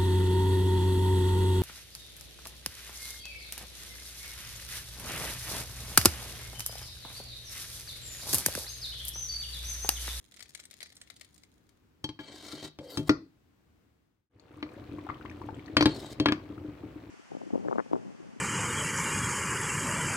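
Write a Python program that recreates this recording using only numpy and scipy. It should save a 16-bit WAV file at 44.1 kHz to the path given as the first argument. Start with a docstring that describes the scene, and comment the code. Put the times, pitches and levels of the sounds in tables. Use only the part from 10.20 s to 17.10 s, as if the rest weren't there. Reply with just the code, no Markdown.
"""Plastic rustles and crackles as it is handled, beside a cold pot of potatoes in water.
A glass lid with a steel rim taps the pot, slides, squeaks and drops shut; the scene fades out.
The boiling pot fades in: steam pockets thump, bubbles burble and pop, and the lid clatters on
in two bursts of bounces. Each blow cracks, rings the rim and thuds the pot; the kitchen hums."""
import sys
import numpy as np
from scipy import signal
from scipy.fft import rfft, irfft
from scipy.io import wavfile
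from scipy.ndimage import uniform_filter1d

SR = 44100
rng = np.random.default_rng(int(sys.argv[2]) if len(sys.argv) > 2 else 0)


def transcribe(signal):
    """Save signal, clipped to [-1, 1], as a 16-bit WAV file at the path in sys.argv[1]."""
    frames = np.atleast_2d(signal).T
    limited = np.clip(frames, -1, 1)
    pcm = np.round(limited * 32767).astype(np.int16)
    wavfile.write(sys.argv[1], SR, pcm)


N = 304290
T = np.arange(N) / SR

# Kitchen reverb. Each row: frequency in Hz, t60 in seconds.
ROOM_T60 = [(200, 0.34), (1800, 0.24), (4000, 0.36), (8000, 0.13), (15000, 0.053)]
# Kitchen background. Each row: frequency in Hz, relative level in dB.
HUM_SPECTRUM = [(12, -29.5), (20, -9.5), (27, -6), (55, 4.5), (101, 0), (154, -4.5), (285, -2.5),
                (558, -16), (678, -18), (1330, -20.5), (1480, -20.5), (7950, -36.5), (9140, -38.5),
                (9950, -41.5), (16000, -35.5)]
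# Stereo likeness of the hum. Each row: frequency in Hz, left-right correlation.
HUM_COHERENCE = [(100, 1), (250, 0.09), (600, 0.14), (1500, .01)]
# Handled plastic. Each row: start in seconds, relative level in dB, extra treble in dB.
RUSTLE_CRACKLES = [(0.1208, -44.5, -7), (.1411, -43, -5.5), (0.171, -39, -7), (.193, -36, -12.5),
                   (0.2054, -30.5, -8.5), (0.2251, -35.5, -1), (0.2576, -41.5, -11), (0.2918, -37.5, 4),
                   (0.339, -61, 2.5), (0.3489, -27.5, -4), (0.3933, -41, -9), (0.3993, -32, -2),
                   (0.438, -39.5, -3), (0.4531, -36.5, 2.5), (0.5104, -37.5, -3), (.5302, -40, -5),
                   (.605, -35, -10), (0.617, -31, -11), (.629, -25.5, -6), (.6594, -37, -12),
                   (0.7016, -44, -14), (.7218, -43.5, -14), (.7537, -43, 15), (.7672, -36.5, -2),
                   (0.8146, -31.5, -3), (0.8732, -47, -11), (0.901, -35.5, -9), (0.964, -39.5, 4),
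                   (1.0112, -33.5, -6), (1.0463, -46, -1.5), (1.1433, -45, 14), (1.179, -48.5, 6),
                   (1.2346, -43.5, -6), (1.491, -52, -3)]
# Plastic crackle. Each row: frequency in Hz, relative level in dB.
CRACKLE_SPECTRUM = [(240, -52), (400, -21), (588, -15), (1040, -26), (1400, -14.5), (1600, -15.5),
                    (2120, -5), (2550, -14), (3930, -6.5), (6540, -10.5), (9320, -7), (10200, -22.5),
                    (14600, -18.5), (16000, -38.5)]
# Small bubbles. Each row: frequency in Hz, relative density in dB.
BURBLE_SPECTRUM = [(400, 2.5), (760, -12.5), (1100, -10.5), (1500, -18), (2500, -18.5), (3500, -17),
                   (9000, -61)]
# Large steam pockets collapse. Each row: start in seconds, peak in dB.
STEAM_THUMPS = [(4.718, -33), (4.739, -30), (5.048, -35.5), (5.105, -36.5), (5.148, -40), (5.304, -37.5),
                (5.325, -35), (5.5, -34.5), (5.535, -34.5), (6.302, -30.5), (6.379, -36), (6.41, -33.5),
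                (6.449, -31), (6.486, -30.5), (6.637, -31.5), (6.76, -33.5), (6.859, -50)]
# Bubbles burst at the surface. Each row: start in seconds, peak in dB, starting pitch in Hz.
SURFACE_POPS = [(4.198, -50.5, 4220), (4.377, -52, 1070), (4.435, -43, 1940), (4.466, -50, 1190),
                (4.491, -49.5, 2270), (4.578, -44, 536), (4.716, -50, 2410), (4.785, -37, 1030),
                (4.868, -38, 770), (4.891, -32, 1265), (4.9, -27.5, 1088), (4.945, -48, 2960),
                (5.012, -45.5, 1400), (5.053, -35, 1040), (5.059, -37.5, 1960), (5.098, -41, 2300),
                (5.114, -43.5, 1710), (5.217, -35, 926), (5.289, -33, 814), (5.345, -47, 3100),
                (5.395, -43.5, 2160), (5.461, -47, 4240), (5.482, -42, 1780), (6.38, -45, 1280),
                (6.64, -52, 715)]
# Pot, water and trapped air. Each row: frequency in Hz, level in dB, t60 in seconds.
POT_MODES = [(84, -9, .12), (113.4, 1, 0.09), (150, -9.5, 0.26), (234.4, -3, 0.069), (295.3, 6, 0.078),
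             (313.2, 3, 0.064), (386.6, -6.5, 0.09), (525.2, -14, 0.15), (636.7, -20, 0.16)]
# Lid and rim. Each row: frequency in Hz, level in dB, t60 in seconds.
RIM_MODES = [(873, -6.5, 0.18), (1068, -3, 0.055), (1180, -19, 0.034), (1395, -13.5, 0.17),
             (1666, -3.5, 0.05), (2110, -10, 0.062), (2312, -5.5, 0.082), (2679, -16, 0.11),
             (3194, -3.5, 0.2), (3153, -15.5, 0.082), (3890, -1.5, 0.05), (3964, -11.5, .06),
             (4360, -8.5, 0.15), (4640, -2.5, 0.027), (5330, -10, 0.017), (5900, -26.5, 0.045),
             (6900, -27.5, 0.084), (8100, -16.5, 0.013)]
# Rim squeaks and groans. Each row: start and end in seconds, start and end pitch in Hz,
# start and end level in dB, bandwidth in Hz.
RIM_SQUEAKS = [(2.685, 2.765, 4850, 4350, -56, -58, 200), (2.588, 2.77, 550, 455, -46, -55, 110),
               (2.7, 2.74, 12200, 12000, -63, -62, 1200)]
# Rim slides. 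Each row: pot and hiss in dB against the rasp, favoured start and end pitch in Hz.
RIM_SLIDES = [(-5.5, -15, 3150, 3740), (-0.9, -9.5, 3800, 2200), (3.5, -13, 4550, 3470)]
# One envelope a slide. Each row: time in seconds, rasp level in dB.
SLIDE_ENVELOPES = [
    [(1.995, -55), (2.1, -49), (2.19, -49.5), (2.21, -47.5), (2.27, -45.5), (2.285, -44.5), (2.35, -50),
     (2.45, -42), (2.485, -52), (2.515, -87)],
    [(2.6, -65.5), (2.65, -57.5), (2.76, -48), (2.8, -52), (2.845, -67), (2.885, -48)],
    [(5.672, -45.5), (5.74, -47), (5.84, -48.5), (5.89, -53), (5.93, -48), (5.96, -85)],
]
# Rim friction. Each row: frequency in Hz, relative level in dB.
RASP_SPECTRUM = [(500, -16), (900, -20.5), (2000, -12), (2600, -20), (4000, -4), (5500, -8), (7000, -11.5),
                 (9300, -16.5), (10300, -21.5), (16000, -41)]
# Blows on the pot. Each row: start in seconds, thud, crack, brightness and ring in dB,
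# favoured ring pitch in Hz, clank in dB, favoured clank pitch in Hz, damping (1 is neutral).
POT_KNOCKS = [(1.8413, -25, -27.5, 22.5, -23.5, 3110, -34, 814, 2.1),
              (1.8902, -30.5, -36.5, 19, -36.5, 3130, -41.5, 816, 1.8),
              (1.9908, -38, -36.5, -2.1, -47, 3130, -40.5, 1610, .73),
              (2.3304, -35.5, -46, 6, -56, 3160, -51, 1460, 0.93),
              (2.443, -38.5, -58, 15.5, -43, 3850, -58, 1400, 1),
              (2.588, -35, -38, 9, -51, 3100, -50, 810, 1.4),
              (2.773, -22.5, -22, 21.5, -32, 3540, -39.5, 817, 1.12),
              (2.791, -24, -62, 7, -62, 3900, -52, 766, .85),
              (2.894, -9.5, -10, 1.5, -40, 3836, -25.5, 1380, 1.5),
              (4.4267, -28.5, -27, -13, -56.5, 4530, -38, 2060, 1.6),
              (5.568, -16, -6.5, 1.5, -18.5, 4450, -30.5, 1180, 1.2),
              (5.6083, -14.5, -10.5, -1, -27, 4450, -27, 2300, 1.7),
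              (5.625, -15.5, -13, 3.5, -34, 4170, -24, 1030, 2),
              (5.6571, -9.5, -12, 5.5, -19, 3600, -22, 800, 1.53),
              (5.9992, -16.5, -18, 4.5, -31, 2930, -38, 1530, .95),
              (6.0587, -16, -8, -8.5, -30, 3200, -24, 1230, 1.38),
              (6.0859, -17.5, -16, -7, -36.5, 3200, -27.5, 1670, 1.3),
              (6.122, -12.5, -13, -10, -44, 3160, -28, 1220, 4)]
# Contact noise. Each row: frequency in Hz, relative level in dB.
CRACK_SPECTRUM = [(290, -19), (500, -10), (819, -16.5), (2390, -13), (2930, -17), (4600, -16.5),
                  (5240, -24.5), (5880, -28), (7420, -44.5), (7980, -36.5), (16000, -59.5)]
# Microphone balance. Each row: frequency in Hz, left minus right in dB.
MIC_BALANCE = [(60, -2), (150, 3.5), (500, 0.25), (1500, 4), (4000, 2.8), (8000, 5)]

CUT_S, FADE_OUT_S, FADE_IN_S, FADE_POWER = 4.097, 0.48, 0.45, 0.96
HUM_COLD_DB, HUM_BOIL_DB = -65.5, -57.5
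FINE_CRACKLE_DB, FINE_HOLD_S, FINE_FALL_DB_PER_S = -68, 1.12, 46
BOIL_OPEN_DB, BOIL_SHUT_DB = (-46.5, -57.5, -74.5), (-47.5, -57.5, -88)  # rumble, burble, spray
SHUT_START_S, SHUT_RAMP_S = 5.46, 1
HISS_RISE_S = 0.046  # the sliding lid gathers speed
CONTACT_S = 0.00012
DEEP_DB, DEEP_PER_BRIGHT = -4.5, 0.4  # bright blows of the tilted lid weigh more under 160 Hz
BAND_LIMIT_HZ = 16200


def amp(db):
    return 10 ** (np.asarray(db) / 20)


def unit_rms(x):
    return x / np.sqrt(np.mean(x ** 2) + 1e-20)


def at_peak(x, db):
    return amp(db) * x / abs(x).max()


def decay(t60_s, size):
    return amp(-60 * T[:size] / t60_s)


def rise(tau_s, size):
    return 1 - np.exp(-T[:size] / tau_s)


def curve_at(points, hz):
    knots_hz, values = np.transpose(points)
    return np.interp(np.log(hz + 1), np.log(knots_hz + 1), values)


def envelope(rows):
    """Gain from (s, dB) rows, silent outside them."""
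    times_s, levels_db = np.transpose(rows)
    return amp(np.interp(T, times_s, levels_db, -200, -200))


def colour(x, points):
    """Filter by (Hz, dB) points."""
    hz = np.fft.rfftfreq(x.shape[-1], 1 / SR)
    return irfft(rfft(x) * amp(curve_at(points, hz)), x.shape[-1])


def shaped(x, points):
    return unit_rms(colour(x, points))


def ring(modes, size=9000):
    """One decaying sine a row."""
    hz, db, t60_s = np.transpose(modes)[:, :, None]
    return amp(db) * decay(t60_s, size) * np.sin(2 * np.pi * hz * T[:size])


def place(mix, start_s, sound, left_db):
    """Add an event from its own spot; the right channel leads by about 0.1 ms."""
    lag_s = rng.normal(0.0001, 0.00005)
    for channel, side in enumerate((0.5, -0.5)):
        part = mix[channel, round((start_s + side * lag_s) * SR):][:len(sound)]
        part += amp(side * left_db) * sound[:len(part)]


def grit(per_s, spread_db):
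    """Random clicks of either sign, a few large."""
    sizes = rng.standard_normal(N) * amp(spread_db * np.minimum(rng.exponential(1, N), 4))
    return sizes * (rng.random(N) < per_s / SR)


def excite(clicks, response):
    return signal.oaconvolve(clicks, response)[:N]


def scene_fade():
    """Cold scene out, boiling scene in."""
    ramp = np.maximum((CUT_S - T) / FADE_OUT_S, (T - CUT_S) / FADE_IN_S)
    return np.clip(ramp, 0, 1) ** FADE_POWER


def kitchen_reverb(x):
    """Sparse reflections; each band dies at its own rate, the bass is mono."""
    taps = np.zeros((2, SR // 2))
    slots = np.arange(150, SR // 2 - 20, 20)
    arrivals = slots + rng.integers(0, 20, (2, len(slots)))
    np.put_along_axis(taps, arrivals, rng.choice([-1., 1.], arrivals.shape), 1)
    hz, t, bands = signal.stft(taps, SR, nperseg=256)
    bands[1, hz < 500] = bands[0, hz < 500]
    decay_db = -60 * t / curve_at(ROOM_T60, hz)[:, None]
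    tilt_db = curve_at([(100, -2), (1000, 0.5), (10000, 1)], hz)[:, None]
    tail = signal.istft(bands * amp(decay_db + tilt_db), SR, nperseg=256)[1]
    return signal.oaconvolve(x.mean(0)[None], tail / np.linalg.norm(tail[0]), axes=1)[:, :N]


def kitchen_hum():
    """Background noise, alike in both channels only in the bass."""
    left, other = rfft(rng.standard_normal((2, N)))
    coherence = np.clip(curve_at(HUM_COHERENCE, np.fft.rfftfreq(N, 1 / SR)), 0, 1)
    right = coherence * left + np.sqrt(1 - coherence ** 2) * other
    gain = amp(np.where(T < CUT_S, HUM_COLD_DB, HUM_BOIL_DB)) * scene_fade()
    return gain * shaped(irfft(np.array([left, right]), N), HUM_SPECTRUM)


def handling_rustle():
    """Plastic rustle and handling crackles over a dying finer crackle."""
    out, size = np.zeros((2, N)), 4000
    noises = rng.standard_normal((len(RUSTLE_CRACKLES), size))
    for (start_s, db, treble_db), draws in zip(RUSTLE_CRACKLES, noises):
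        burst = shaped(colour(draws, CRACKLE_SPECTRUM), [(3000, 0), (8000, treble_db)])
        burst *= amp(db - 10) * decay(0.033, size) * rise(0.00074, size)
        place(out, start_s - 0.0005, burst, left_db=2.7 + 8.7 * draws[0])
    fine = [excite(grit(per_s=820, spread_db=8), rng.standard_normal(600) * decay(0.01, 600))
            for _ in out]
    fine_db = FINE_CRACKLE_DB - FINE_FALL_DB_PER_S * np.maximum(T - FINE_HOLD_S, 0)
    return out + amp(fine_db) * shaped(np.array(fine), CRACKLE_SPECTRUM)


def pot_thud(deep_db, draws):
    """Pot modes, unevenly driven; deep_db weights those under 160 Hz."""
    bass_db = (np.array(POT_MODES)[:, :1] < 160) * deep_db
    uneven_db = 1.5 * draws[:len(POT_MODES), None]
    return (ring(POT_MODES) * amp(bass_db + uneven_db)).sum(0) * rise(0.0077, 9000)


def bubble(hz, cycles, glide=0.11):
    """A few cycles, rising in pitch as the bubble nears the air."""
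    periods = T[:2500] * hz
    phase = 2 * np.pi * periods * (1 + glide * periods / cycles / 2)
    return np.sin(phase) * np.exp(-2.2 * periods / cycles) * (1 - np.exp(-periods / 0.11))


def boil():
    """Steam pockets thump the pot, small bubbles burble, spray ticks until the lid muffles it."""
    damping = decay(0.12, 9000)
    rumble = excite(grit(per_s=250, spread_db=3.5), ring(POT_MODES).sum(0) * damping)
    rumble = shaped(rumble, [(40, 5.6), (100, 18.2), (200, 8.6), (330, 13), (600, 4.1)])
    thumps, bubbles = np.zeros((2, 2, N))
    for start_s, db in STEAM_THUMPS:
        draws = rng.standard_normal(len(POT_MODES))
        thump = pot_thud(-2.1 + 4 * draws[-1], draws) * damping
        place(thumps, start_s - 0.002, at_peak(thump, db), left_db=1.5)
    for k, hz in enumerate(np.geomspace(450, 8000, num=28)):
        stream = excite(grit(per_s=110, spread_db=0.55), bubble(hz, cycles=4.1))
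        bubbles[k % 2] += amp(curve_at(BURBLE_SPECTRUM, hz) + 10 * np.log10(hz)) * unit_rms(stream)
    bubbles = bubbles + 0.25 * bubbles[::-1]
    burble = shaped(bubbles, [(2300, -17), (3200, -24.5)])
    ticks = excite(grit(per_s=25, spread_db=1.1), rng.standard_normal(400) * decay(0.023, 400))
    spray = shaped(bubbles, [(2300, -8.5), (3200, -3)])
    spray += 0.24 * shaped(ticks, [(2500, -22), (5000, 5), (10000, 6), (16000, -10)])
    shut = np.clip((T - SHUT_START_S) / SHUT_RAMP_S, 0, 1)
    bed = sum(amp(open_db + (shut_db - open_db) * shut) * layer
              for open_db, shut_db, layer in zip(BOIL_OPEN_DB, BOIL_SHUT_DB, (rumble, burble, spray)))
    return thumps + (T > CUT_S) * scene_fade() * bed


def surface_pops():
    """Each burst: a main bubble with a splash tick, then a smaller bubble."""
    out, size = np.zeros((2, N)), 2500
    for (start_s, db, hz), draws in zip(SURFACE_POPS, rng.standard_normal((len(SURFACE_POPS), size))):
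        splash = shaped(draws, [(400, -11), (1200, 27), (3000, -23), (6000, -26), (16000, -42)])
        splash *= amp(db - 15) * decay(0.022, size)
        main = at_peak(bubble(hz, cycles=5.7 + hz / 600), db)
        place(out, start_s - 0.0005, main + splash, left_db=7.5 + 2.7 * draws[2])
        small = bubble(hz * (1.694 + 0.363 * draws[1]), cycles=3.3 + hz / 300)
        place(out, start_s + 0.0041 + 0.0005 * draws[0], at_peak(small, db - 8), left_db=3.5)
    return out


def rim_squeaks():
    """Narrow noisy whistles glide down as the rim slips home."""
    out = 0
    for start_s, end_s, from_hz, to_hz, from_db, to_db, width_hz in RIM_SQUEAKS:
        hz = np.interp(T, [start_s, end_s], [from_hz, to_hz])
        pole = np.exp(-np.pi * width_hz / SR)
        noise = rng.standard_normal(N) + 1j * rng.standard_normal(N)
        wobble = signal.lfilter([1], [1, -2 * pole, pole * pole], noise)
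        whistle = (wobble * np.exp(2j * np.pi * np.cumsum(hz) / SR)).real
        out = out + envelope([(start_s, from_db), (end_s, to_db)]) * unit_rms(whistle)
    return out


def rim_drive_db(favoured_hz, depth_db):
    """Rim modes far from the favoured pitch are driven less."""
    octaves = abs(np.log2(np.array(RIM_MODES)[:, :1] / favoured_hz))
    return -depth_db * np.minimum(octaves * 7.4, 1)


def lid_slides():
    """Dense slips rasp, hiss and thud the pot; rim modes come and go as the contact travels."""
    out = np.zeros((2, N))
    damped_rim = ring(RIM_MODES, 4000) * decay(0.05, 4000)
    for (pot_db, hiss_db, from_hz, to_hz), rows in zip(RIM_SLIDES, SLIDE_ENVELOPES):
        span = slice(round(rows[0][0] * SR), round(rows[-1][0] * SR))
        size = span.stop - span.start
        slips = np.array([grit(per_s=5000, spread_db=2.2) for _ in out])[:, span]
        flicker_db = 2.9 * unit_rms(uniform_filter1d(rng.standard_normal(size), 500))
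        slips = (slips + 0.41 * slips[::-1]) * amp(flicker_db)
        wander = uniform_filter1d(rng.standard_normal((len(RIM_MODES), size)), 2000)
        wander_db = 5.5 * unit_rms(uniform_filter1d(wander, 2000))
        drive_db = rim_drive_db(np.linspace(from_hz, to_hz, size), depth_db=11.5) + wander_db
        modes = signal.oaconvolve(slips[:, None] * amp(drive_db), damped_rim[None], axes=2)
        rim = modes[..., :size].sum(1)
        rim = shaped(rim, [(600, -5), (1600, -6), (2500, -7.5), (3500, -5), (9000, 12)])
        rasp = 0.57 * shaped(slips, RASP_SPECTRUM) + 0.5 * rim
        hiss = shaped(slips, [(6000, -22.5), (8000, -5.5), (9500, -1), (10500, -10),
                              (13000, -4), (16000, -8.5)]) * rise(HISS_RISE_S, size)
        pot = excite(grit(per_s=320, spread_db=2.3), ring(POT_MODES).sum(0))[span]
        pot = shaped(pot, [(70, -10.5), (200, -4), (330, -2), (600, 7)])
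        out[:, span] += envelope(rows)[span] * (rasp + amp(pot_db) * pot + amp(hiss_db) * hiss)
    return out


def contact_crack(bright_db, draws):
    """The glass flexes in a click; noise snaps and leaves a longer, slightly brighter tail."""
    size = len(draws)
    click = np.sin(2 * np.pi * 1150 * T[:size]) * decay(0.0098, size)
    noise = shaped(colour(draws, CRACK_SPECTRUM), [(3000, 0), (7000, bright_db)])
    snap = noise * decay(0.018, size)
    tail = colour(noise, [(2600, -9.5), (5000, -7)]) * decay(0.07, size)
    return click + 0.66 * (snap + tail) * rise(CONTACT_S, size)


def lid_knocks():
    """Each blow cracks, thuds the pot and drives the rim: low modes clank, high modes ring."""
    out, size = np.zeros((2, N)), 9000
    low = np.array(RIM_MODES)[:, 0] < 2500
    for knock, draws in zip(POT_KNOCKS, rng.standard_normal((len(POT_KNOCKS), size))):
        start_s, thud_db, crack_db, bright_db, ring_db, ring_hz, clank_db, clank_hz, damping = knock
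        uneven_db = 1.5 * draws[-len(RIM_MODES):, None]
        modes = ring(RIM_MODES) * amp(uneven_db) * rise(0.0018, size)
        clank = (modes * amp(rim_drive_db(clank_hz, depth_db=23)))[low].sum(0)
        ringing = (modes * amp(rim_drive_db(ring_hz, depth_db=9.5)))[~low].sum(0)
        thud = pot_thud(DEEP_DB + DEEP_PER_BRIGHT * bright_db, draws)
        resonance = at_peak(thud, thud_db) + at_peak(clank, clank_db) + at_peak(ringing, ring_db)
        resonance *= amp(-400 * (damping - 1) * T[:size])
        crack = at_peak(contact_crack(bright_db, draws), crack_db)
        place(out, start_s, crack + resonance, left_db=1.5)
    return out


def scene():
    lid = lid_knocks() + lid_slides() + rim_squeaks()
    water = surface_pops() + boil()
    rustle = handling_rustle()
    room = kitchen_reverb(amp(-12.5) * lid + amp(-9.5) * water + amp(-10) * rustle)
    return lid + water + rustle + room + kitchen_hum()


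def record(dry):
    """Two close microphones, the left nearer the rim; deep bass loss, then the band limit."""
    side = amp(curve_at(MIC_BALANCE, np.fft.rfftfreq(N, 1 / SR)) / 2)
    mics = irfft(rfft(dry) * np.array([side, 1 / side]), N)
    mics = colour(mics, [(25, -13.5), (45, -9), (75, -1), (15000, 2.5), (16000, 2)])
    lowpass = signal.firwin(511, BAND_LIMIT_HZ, window=("kaiser", 9), fs=SR)
    return signal.oaconvolve(mics, lowpass[None], "same")


dry = scene()
out = record(dry)
transcribe(out)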